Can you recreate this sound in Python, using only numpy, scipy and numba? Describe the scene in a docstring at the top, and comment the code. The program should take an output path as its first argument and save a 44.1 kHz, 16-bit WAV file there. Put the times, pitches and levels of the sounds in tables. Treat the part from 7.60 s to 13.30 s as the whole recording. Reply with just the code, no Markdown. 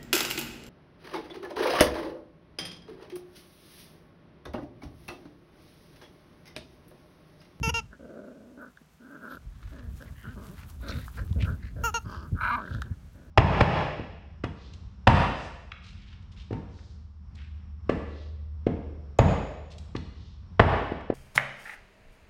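"""Tug of war on the lawn

Two puppies and a grown terrier tug at a rubber toy, a few metres from a hand-held microphone.
They growl in rough bouts that open into a snarl, and snort through nose and teeth. The bitten toy
gives two pairs of yapping squeaks through its reed, air out and air in. Teeth click, a dog grunts,
the grass and the handled microphone rustle, and a breeze buffets the capsule."""
import sys
import numpy as np
from scipy import signal
from scipy.fft import rfft, irfft
from scipy.io import wavfile
from scipy.ndimage import uniform_filter1d
from numba import njit

SR = 44100
rng = np.random.default_rng(int(sys.argv[2]) if len(sys.argv) > 2 else 0)


def unload_wav(signal):
    """Save mono or channel-first audio to the path in sys.argv[1] as 16-bit WAV at rate SR, clipped to [-1, 1]."""
    wavfile.write(
        sys.argv[1],
        SR,
        np.round(np.clip(np.atleast_2d(signal).T, -1, 1) * 32767).astype(np.int16),
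    )


N = 251370
T = np.arange(N) / SR
FREQ = np.maximum(np.arange(N // 2 + 1) * SR / N, 1e-3)


def undb(db):
    """Decibels to gain."""
    return 10 ** (np.asarray(db) / 20)


def unit(x):
    """Scale to rms 1."""
    return x / np.sqrt(np.mean(x ** 2))


def steady(x, span_s):
    """Hold the running rms at 1."""
    return x / np.sqrt(np.maximum(uniform_filter1d(x ** 2, int(span_s * SR)), 1e-12))


def noise():
    """White noise."""
    return rng.standard_normal(N)


def walk(rate_hz):
    """Smooth random drift of rms 1, with little motion faster than rate_hz."""
    return unit(irfft(rfft(noise()) * np.exp(-(FREQ / rate_hz) ** 2), N))


def colour(x, points):
    """Filter by a curve of (frequency [Hz], gain [dB]) and scale to rms 1."""
    hz, db = np.transpose(points)
    return unit(irfft(rfft(x) * undb(np.interp(np.log(FREQ), np.log(hz), db)), N))


def ring(x, modes):
    """Steep resonances side by side: (centre [Hz], width [Hz], gain [dB])."""
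    response = sum(undb(db) / (1 + 1j * hz / width * (FREQ / hz - hz / FREQ)) ** 2
                   for hz, width, db in modes)
    return irfft(rfft(x) * response, N)


@njit
def bandpass(x, hz, width_hz):
    """State-variable band-pass with a centre for every sample."""
    y, band_state, low_state = np.empty(len(x)), 0., 0.
    for i in range(len(x)):
        g, damping = np.tan(np.pi * hz[i] / SR), width_hz / hz[i]
        band = (band_state + g * (x[i] - low_state)) / (1 + g * (g + damping))
        band_state = 2 * band - band_state
        low_state += 2 * g * band
        y[i] = damping * band
    return y


def cavity(x, hz, width_hz):
    """Two equal band-passes in a row; the centre may stand or move."""
    centre = np.full(len(x), hz, dtype=float)
    return bandpass(bandpass(x, centre, float(width_hz)), centre, float(width_hz))


def lowpass(x, hz):
    """Steep treble cut."""
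    return signal.sosfilt(signal.butter(12, hz, fs=SR, output="sos"), x)


def curve(rows, column):
    """One column of a table, joined by straight lines in time."""
    rows = np.asarray(rows)
    return np.interp(T, rows[:, 0], rows[:, column])


def gate(start_s, end_s, attack_s, release_s):
    """Gain that is 1 from start to end, with a ramp before and after."""
    return np.interp(T, [start_s - attack_s, start_s, end_s, end_s + release_s], [0, 1, 1, 0])


def slack(t, start_s, length_s, crest):
    """How far an effort is from its crest: 0 there, 1 at the farther end."""
    return np.abs((t - start_s) / length_s - crest) / max(crest, 1 - crest)


def surges(rows, base):
    """Gain of surges that grow and die exponentially, added in power to a base gain."""
    power = sum((undb(db) * np.exp(-np.maximum((s - T) / rise, (T - s) / fall))) ** 2
                for s, rise, fall, db in rows)
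    return np.sqrt(base ** 2 + power)


def add(track, start_s, sound, peak_db):
    """Mix in a short sound at a given peak level."""
    i = max(int(start_s * SR), 0)
    track[i:i + len(sound)] += (undb(peak_db) * sound / np.abs(sound).max())[:N - i]


def outdoor_air():
    """The quiet ambience of the garden, wavering slightly in level."""
    # spectrum of the ambience: (frequency [Hz], relative level [dB])
    spectrum = [(88, -65), (150, 8.5), (352, -8.5), (643, -7.5), (912, -11.5), (1060, -11), (1290, -10),
                (4930, -21.5), (5990, -21), (15500, -34.5)]
    return colour(noise(), spectrum) * undb(-63.5 + 0.7 * walk(6))


def wind():
    """Eddies rumble right on the microphone; the stronger ones give it a bump of a few cycles."""
    # spectrum of the rumble: (frequency [Hz], relative level [dB])
    spectrum = [(20, -42), (35, -7), (55, 3), (80, -1), (120, -6.5), (200, -15.5), (350, -28.5), (700, -44),
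                (2000, -83.5)]
    # gusts: (time of peak [s], rise constant [s], fall constant [s], level [dB])
    gusts = [(.1, 0.6, 0.15, -37.5), (3.35, 0.14, 0.11, -34), (3.62, 0.031, 0.086, -30.5),
             (3.81, 0.14, 0.085, -26.5), (4.1, 0.09, 0.25, -32), (4.73, 0.018, 0.14, -33.5),
             (5.16, 0.037, 0.12, -33.5)]
    # single buffets on the capsule: (time [s], peak [dB], starting pitch [Hz])
    buffets = [(.012, -24.5, 146), (0.075, -20.5, 166.6), (0.126, -27.5, 98), (1.213, -46, 246),
               (1.852, -31, 61.3), (2.035, -30.5, 60.3), (2.269, -31.5, 74.6), (2.671, -30, 126),
               (3.597, -26.5, 78.6), (3.704, -19.5, 106.2), (3.76, -18.5, 81), (3.826, -14, 100),
               (3.921, -22.5, 100.6), (4.46, -28, 118.2), (4.566, -30, 87), (4.722, -19, 114.7),
               (5.106, -25.5, 96), (5.142, -24, 126.3), (5.307, -23.5, 110.2)]
    calm_db, breeze_db, ease_db_per_s = -68, -45, 1.56
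    since = T - 1.69  # near calm until the breeze gets up
    breeze = undb(calm_db) + undb(breeze_db - ease_db_per_s * since) * np.clip(since / 0.3, 0, 1)
    rumble = steady(colour(noise(), spectrum), span_s=0.0716)
    out = rumble * surges(gusts, breeze) * undb(3.2 * walk(14.4))
    t = T[:SR // 6]
    for s, db, hz in buffets:
        cycles = hz * .09 * np.log1p(t / .09)  # the bump sags in pitch as it dies
        lopsided = np.sin(2 * np.pi * cycles) + 0.23 * np.sin(4 * np.pi * cycles)
        add(out, s, lopsided * cycles * np.exp(-cycles / 0.7), db)
    return out


def rustle():
    """Grass and the handled microphone: hiss and tiny clicks, in bands that flare up each on its own."""
    # tone of the rustle: (frequency [Hz], relative gain [dB])
    tone = [(300, 3), (1000, 4.5), (2000, -4.5), (4000, -8), (7000, -11), (11000, -9.5), (16000, -8.5)]
    # swells of rustle and hiss: (time of peak [s], rise constant [s], fall constant [s], level [dB])
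    swells = [(1.03, 0.047, .1, -69.5), (1.68, 0.15, 0.096, -66.5), (2.1, 0.084, 0.15, -67.5),
              (2.37, 0.075, 0.32, -59), (2.88, 0.14, 0.25, -56), (3.1, 0.025, 0.025, -55.5),
              (3.3, 0.057, 0.36, -53.5), (3.85, 0.017, 0.082, -58.5), (4.23, 0.027, 0.21, -61),
              (4.52, 0.08, 0.074, -65.5), (5.15, 0.26, 0.24, -70)]
    bands, clicks_per_s = 0, 1500
    for hz in (1300, 3200, 6500, 12000):
        clicks = (rng.random(N) < clicks_per_s / SR) * noise()
        clicks *= undb(3.5 * np.minimum(rng.exponential(size=N), 5))  # a few stand out
        bands += ring(unit(clicks) + noise(), [(hz, hz, 0)]) * undb(2.2 * walk(22))
    texture = colour(bands, tone) * undb(1.3 * walk(25))
    light_rustle = undb(-74.5) * np.clip((T - 0.057) / 1.28, 0, 1)  # builds as the tussle starts
    return texture * surges(swells, light_rustle)


def knocks():
    """Tooth clicks and a clipped grunt: each a noise burst that rings a short knock and a dry crack."""
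    # short knocks: (time [s], knock peak [dB], knock resonance [Hz], crack peak [dB])
    events = [(1.1715, -41, 1540, -54), (2.4237, -51, 1595, -43), (3.4799, -31.5, 1350, -76),
              (3.728, -49, 1013, -41.5), (4.546, -34, 1408, -43), (5.075, -34, 1700, -65),
              (5.1076, -35.5, 1480, -52), (5.1473, -31, 1600, -41), (5.2191, -25, 1620, -31)]
    out, t = np.zeros(N), T[:SR // 20]
    crack_hz = np.full(len(t), 3700.)
    for s, knock_db, knock_hz, crack_db in events:
        burst = rng.standard_normal(len(t)) * (np.exp(-t / 0.00088) + 0.18 * np.exp(-t / 0.0056))
        add(out, s, lowpass(cavity(burst, knock_hz, width_hz=750), 1714), knock_db)
        add(out, s, bandpass(burst, crack_hz, width_hz=1160.), crack_db)
    return out


def snorts():
    """Fluttering jets of air through nose and bared teeth, each whistling in two narrow passages."""
    # breaths: (time of peak [s], length [s], then per passage: centre [Hz], width [Hz], level [dB])
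    breaths = [(1.73, 0.12, 3720, 1900, -60.5, 12010, 3000, -62.5),
               (2.09, 0.49, 1440, 1400, -58.5, 2820, 2530, -67.5),
               (2.478, 0.057, 2052, 499, -58.5, 3972, 1500, -71),
               (2.642, 0.25, 1774, 450, -57.5, 2934, 500, -62.5),
               (3.012, .13, 1449, 2018, -53.5, 3721, 1500, -79),
               (3.299, 0.046, 3995, 590, -42, 5490, 645, -48.5),
               (3.324, 0.28, 2093, 1494, -51, 3660, 694, -52),
               (3.438, 0.061, 1820, 598, -52, 3864, 895, -60),
               (3.588, 0.099, 1800, 1490, -52, 3870, 1520, -62.5),
               (3.83, 0.1, 2410, 1460, -43.5, 4586, 2000, -93),
               (4.061, 0.16, 1774, 893, -53.5, 3930, 1195, -65),
               (4.56, 0.28, 3096, 693.8, -62.5, 4794, 1310, -59),
               (4.88, 0.32, 9230, 1297, -67, 11950, 1506, -66.5),
               (5.107, 0.44, 3500, 1930, -61.5, 6000, 2000, -100)]
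    out, jet = np.zeros(N), noise() * undb(4 * walk(130))
    for s, length, *passages in breaths:
        on = np.abs(T - s) < length / 2
        arch = np.cos(np.pi * (T[on] - s) / length) ** 1.72
        for hz, width, db in np.reshape(passages, (2, -1)):
            out[on] += unit(cavity(jet[on], hz, width)) * undb(db) * arch
    return out


def toy():
    """A reed chops the air into pulses that ring the hollow rubber; each grip colours it anew."""
    # squeezes: (start [s], length [s], crest [share of length], reed pitch [Hz], level [dB],
    #            sag by the end [Hz], fade by the end [dB], power of the decline [1 straight, 2 round])
    squeaks = [(.03, 0.069, 0.11, 458, -28.5, 16.5, 2.9, 0.87),
               (.1405, 0.055, 0.26, 463.9, -27, 18, 4.9, 2.3),
               (4.2365, 0.062, .26, 472, -24, 58, 12.9, 1.2),
               (4.3415, 0.041, 0.16, 468, -26, 31, 11.3, 2.47)]
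    # resonances of the rubber: (centre [Hz], width [Hz], relative gain in each of four squeaks [dB])
    resonances = [(427, 350, 3.5, -8, -3, -2), (866, 320, 7.5, -2.5, 3.5, 6.5),
                  (1316, 170, 6, -2, 12, 10.5), (2160, 310, 2, -9.5, -38, -32), (2744, 252, 11, 3, -3, 2),
                  (4310, 370, -22, -12, -19.5, -8.5), (4970, 390, -5, -11.5, -28, -30),
                  (5620, 360, 1, -11, -11.5, -7), (6450, 410, -2, -13.5, -9, -2.5),
                  (7050, 230, -68, -16, -6, -50), (10260, 590, -13, -29, -25, -24),
                  (11400, 960, -14.5, -34, -17, -26), (15000, 1000, -26, -53, -17, -35)]
    # bands that the hollow swallows: (centre [Hz], width [Hz], gain of the subtracted band [dB])
    hollow_nulls = [(8100, 4300, 5), (13300, 940, -2)]
    # one more band pinched out by the grip: (centre [Hz]) for each squeak
    grip_null_hz = [3960, 4290, 3670, 4870]
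    out, flutter, leak = 0, 1 + 0.004 * walk(250), noise()
    nip = np.exp(-((T - .097) / 0.0066) ** 4)  # the jaws clamp harder as the first squeak ends
    nip_hz, nip_db, droop_hz_per_s = 38.7, 7, 4100
    for k, (s, length, crest, hz, db, sag_hz, fade_db, power) in enumerate(squeaks):
        ease = slack(T, s, length, crest) ** power
        droop = droop_hz_per_s * np.maximum(T - s - length, 0)  # flat as the air runs out
        pitch = (hz + nip_hz * nip - sag_hz * ease - droop) * flutter
        blow = undb(db + nip_db * nip - fade_db * ease)
        blow *= gate(s, s + length, attack_s=0.0023, release_s=0.011)
        on = blow > 0
        phase = 2 * np.pi * np.cumsum(pitch[on]) / SR
        pulses = np.cos(np.outer(phase, np.arange(1, 36))).sum(axis=1)
        reed = np.zeros(N)
        reed[on] = unit(pulses) + .09 * leak[on]
        squeak = ring(reed * blow, [(centre, width, gains[k]) for centre, width, *gains in resonances])
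        squeak -= ring(squeak, hollow_nulls + [(grip_null_hz[k], 1300, 0)])
        out += unit(squeak) * np.sqrt(np.mean(blow ** 2))
    return out


@njit
def vocal_folds(hz, jitter, shimmer, chance):
    """A pulse at each closure of the folds; every cycle has its own length and strength."""
    pulses, phase, turn, cycle = np.zeros(len(hz) + 1), np.empty(len(hz)), 0., 0
    for i in range(len(hz)):
        step = hz[i] * np.exp(jitter[i] * chance[cycle, 0]) / SR
        turn += step
        if turn >= 1:
            turn, cycle = turn - 1, cycle + 1
            size = np.exp(shimmer[i] * (chance[cycle, 1] + .7 * (-1) ** cycle))  # strong, weak in turn
            pulses[i] += size * turn / step
            pulses[i + 1] += size * (1 - turn / step)
        phase[i] = turn
    return pulses[:-1], phase


def bout(start_s, length_s, crest, swell_db, chest_db, throat_db, mouth_db, pitch_hz, rough, mouth_hz):
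    """Start, crest and end of a growl, in the snarl's columns: effort lifts level, pitch and roughness."""
    chest_share, throat_share, throat_hz = 0.21, 0.78, 533  # shares of the mouth's swell
    crest = np.clip(crest, .02, .98)
    times = start_s + length_s * np.array([0, crest, 1])
    rows = []
    for s, ease in zip(times, slack(times, start_s, length_s, crest)):
        drop_db = swell_db * ease
        rows.append((s, chest_db - chest_share * drop_db, throat_db - throat_share * drop_db,
                     mouth_db - drop_db, pitch_hz * (1 - .02 * ease), rough * (1 - .45 * ease),
                     throat_hz, mouth_hz * (1 + 0.052 * ease)))
    return rows


def swell(bouts, column):
    """Gain from a dB column of several bouts, silent between them."""
    return sum(undb(curve(rows, column)) * gate(rows[0][0], rows[-1][0], attack_s=0.01, release_s=0.029)
               for rows in bouts)


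def growls():
    """Uneven pulses and turbulent puffs ring chest, throat and mouth; more effort brings more rasp."""
    # short growls: (start [s], length [s], crest [share of length], swell [dB], then at the crest:
    #   chest [dB], throat [dB], mouth [dB], pitch [Hz], roughness [0 to about 1], mouth resonance [Hz])
    short_growls = [(0.316, 0.042, 0.43, 12.5, -57, -60, -51, 231.2, 0.96, 1550),
                    (.4, 0.59, .24, 20, -48.5, -46.5, -58, 238.2, .95, 1400),
                    (0.976, 0.11, 0.52, 14, -50, -51, -44.5, 252.8, 0.96, 1370),
                    (1.405, .355, 0.84, 19.5, -48, -52, -42, 242.4, 1.04, 1420),
                    (2.125, .17, .3, 10.5, -50.5, -56, -58, 240.8, 0.65, 1670),
                    (2.406, 0.12, .15, 17, -55.5, -54.5, -54.5, 227.2, 0.73, 1600),
                    (2.641, .1, 0.16, 15.5, -48.5, -68, -45.5, 219.1, 0.68, 1415),
                    (2.765, .175, .26, 10.5, -48, -56, -53.5, 214.8, .7, 1170),
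                    (3.234, 0.16, 0.44, 5, -46, -48, -45.5, 259.7, 0.87, 1358),
                    (3.578, 0.048, .3, 14, -58, -47.5, -40, 251, 0.87, 1620),
                    (3.762, 0.059, .35, 7, -42, -46, -62, 249.3, 0.8, 1520),
                    (3.839, .11, 0.43, 15.5, -48, -50, -41.5, 242, 0.96, 1410),
                    (4.167, .062, 0.71, 2, -50, -48.5, -54.5, 232.5, 0.79, 1546),
                    (4.453, .225, .4, 12.5, -48, -55.5, -42.5, 192.6, .9, 1176),
                    (4.754, .028, 0.99, 15, -56, -66, -38.5, 207.5, 1, 1334),
                    (5.239, 0.085, .5, -0.5, -52, -86, -60, 240.9, 0.92, 1580),
                    (5.548, 0.14, 0.6, 3, -59, -63.5, -67, 268.3, 0.77, 1590)]
    # the one full snarl: (time [s], chest [dB], throat [dB], mouth [dB], pitch [Hz], roughness [0-1],
    #   throat resonance [Hz], mouth resonance [Hz])
    snarl = [(4.811, -61, -55.5, -29.5, 207.5, 0.9, 670, 1339),
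             (4.886, -59, -51.5, -29, 214.1, 0.86, 704, 1440),
             (4.925, -41.5, -51, -27, 231.2, 0, 700, 1140),
             (4.952, -42, -64, -25.5, 237.7, 0.01, 717, 1190),
             (4.964, -43.5, -57, -34, 230, 0.45, 690, 1110),
             (4.985, -45.5, -48, -33.5, 221.5, 0.6, 670, 1060),
             (5.06, -45.5, -53.5, -46, 235.6, .85, 525, 1620),
             (5.12, -52, -57, -52, 241.2, 0.91, 500, 1510), (5.205, -56, -58, -55, 240.3, 1, 520, 1600)]
    # resonances that open as the lips draw back: (centre [Hz], width [Hz], relative gain [dB])
    rasp_modes = [(953, 78, 13.5), (2254, 430, 0), (2680, 240, -11.5), (3980.5, 320, -11.5)]
    bouts = [bout(*row) for row in short_growls] + [snarl]
    controls = sorted(tuple(row) for rows in bouts for row in rows)
    chest_gain, throat_gain, effort = (swell(bouts, column) for column in (1, 2, 3))
    pitch, rough, throat_hz, mouth_hz = (curve(controls, column) for column in (4, 5, 6, 7))
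    rough = np.clip(rough, 0, 1)
    pitch *= np.exp((.03 + .14 * rough) * walk(38))  # slack folds wobble in pitch

    chance = rng.standard_normal((N // 50, 2))
    pulses, phase = vocal_folds(pitch, jitter=.15 * rough, shimmer=.4 * rough, chance=chance)
    pulses = steady(pulses, .02)
    puffs = unit(np.exp(-phase / .6) * noise())
    voice = pulses + .7 * rough * puffs

    chest = steady(ring(pulses + .3 * rough * puffs, [(228, 200, 0)]), .03)
    throat = steady(lowpass(cavity(voice, throat_hz, width_hz=226), 731), 0.023)
    mouth = bandpass(bandpass(voice, mouth_hz, 374.), mouth_hz, 305.)
    mouth += ring(voice, [(1033, 98, -8.5), (1470, 220, -6.0)])
    mouth = steady(lowpass(mouth, 1700), 0.026)
    rasp = steady(ring(pulses + (.5 + 2 * rough) * puffs, rasp_modes), .03)

    bared = undb(-7.0) * (effort / undb(-28.5)) ** 1.2
    flap = rough * (.7 * walk(30) + .85 * walk(80) - .35)  # loose lips and palate flutter
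    low_growl = chest * chest_gain + throat * throat_gain
    open_growl = effort * (mouth + bared * rasp)
    return undb(2.2 * flap) * low_growl + undb(3.2 * flap) * open_growl


def garden(x):
    """Direct sound plus faint scattered echoes from fences and walls."""
    reverb_s, first_echo_s = 0.2, .008
    tail = noise() * np.exp(-T * np.log(1000) / reverb_s) * (T > first_echo_s)
    return x + undb(-21.5) * signal.fftconvolve(x, tail / np.linalg.norm(tail))[:N]


def scene():
    """Dogs and toy a few metres off on the lawn, over breeze and quiet outdoor air, in mono."""
    air = outdoor_air()
    dogs_and_toy = garden(growls() + snorts() + toy() + knocks())
    return (dogs_and_toy + rustle() + wind() + air)[None]


def record(dry):
    """The microphone sheds the deepest rumble; the recorder cuts the top steeply."""
    low_cut_hz, top_hz = 36, 15900
    thin = signal.sosfilt(signal.butter(4, low_cut_hz, "highpass", fs=SR, output="sos"), dry)
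    return signal.sosfilt(signal.ellip(10, .2, 80, top_hz, fs=SR, output="sos"), thin)


dry = scene()
out = record(dry)
unload_wav(out)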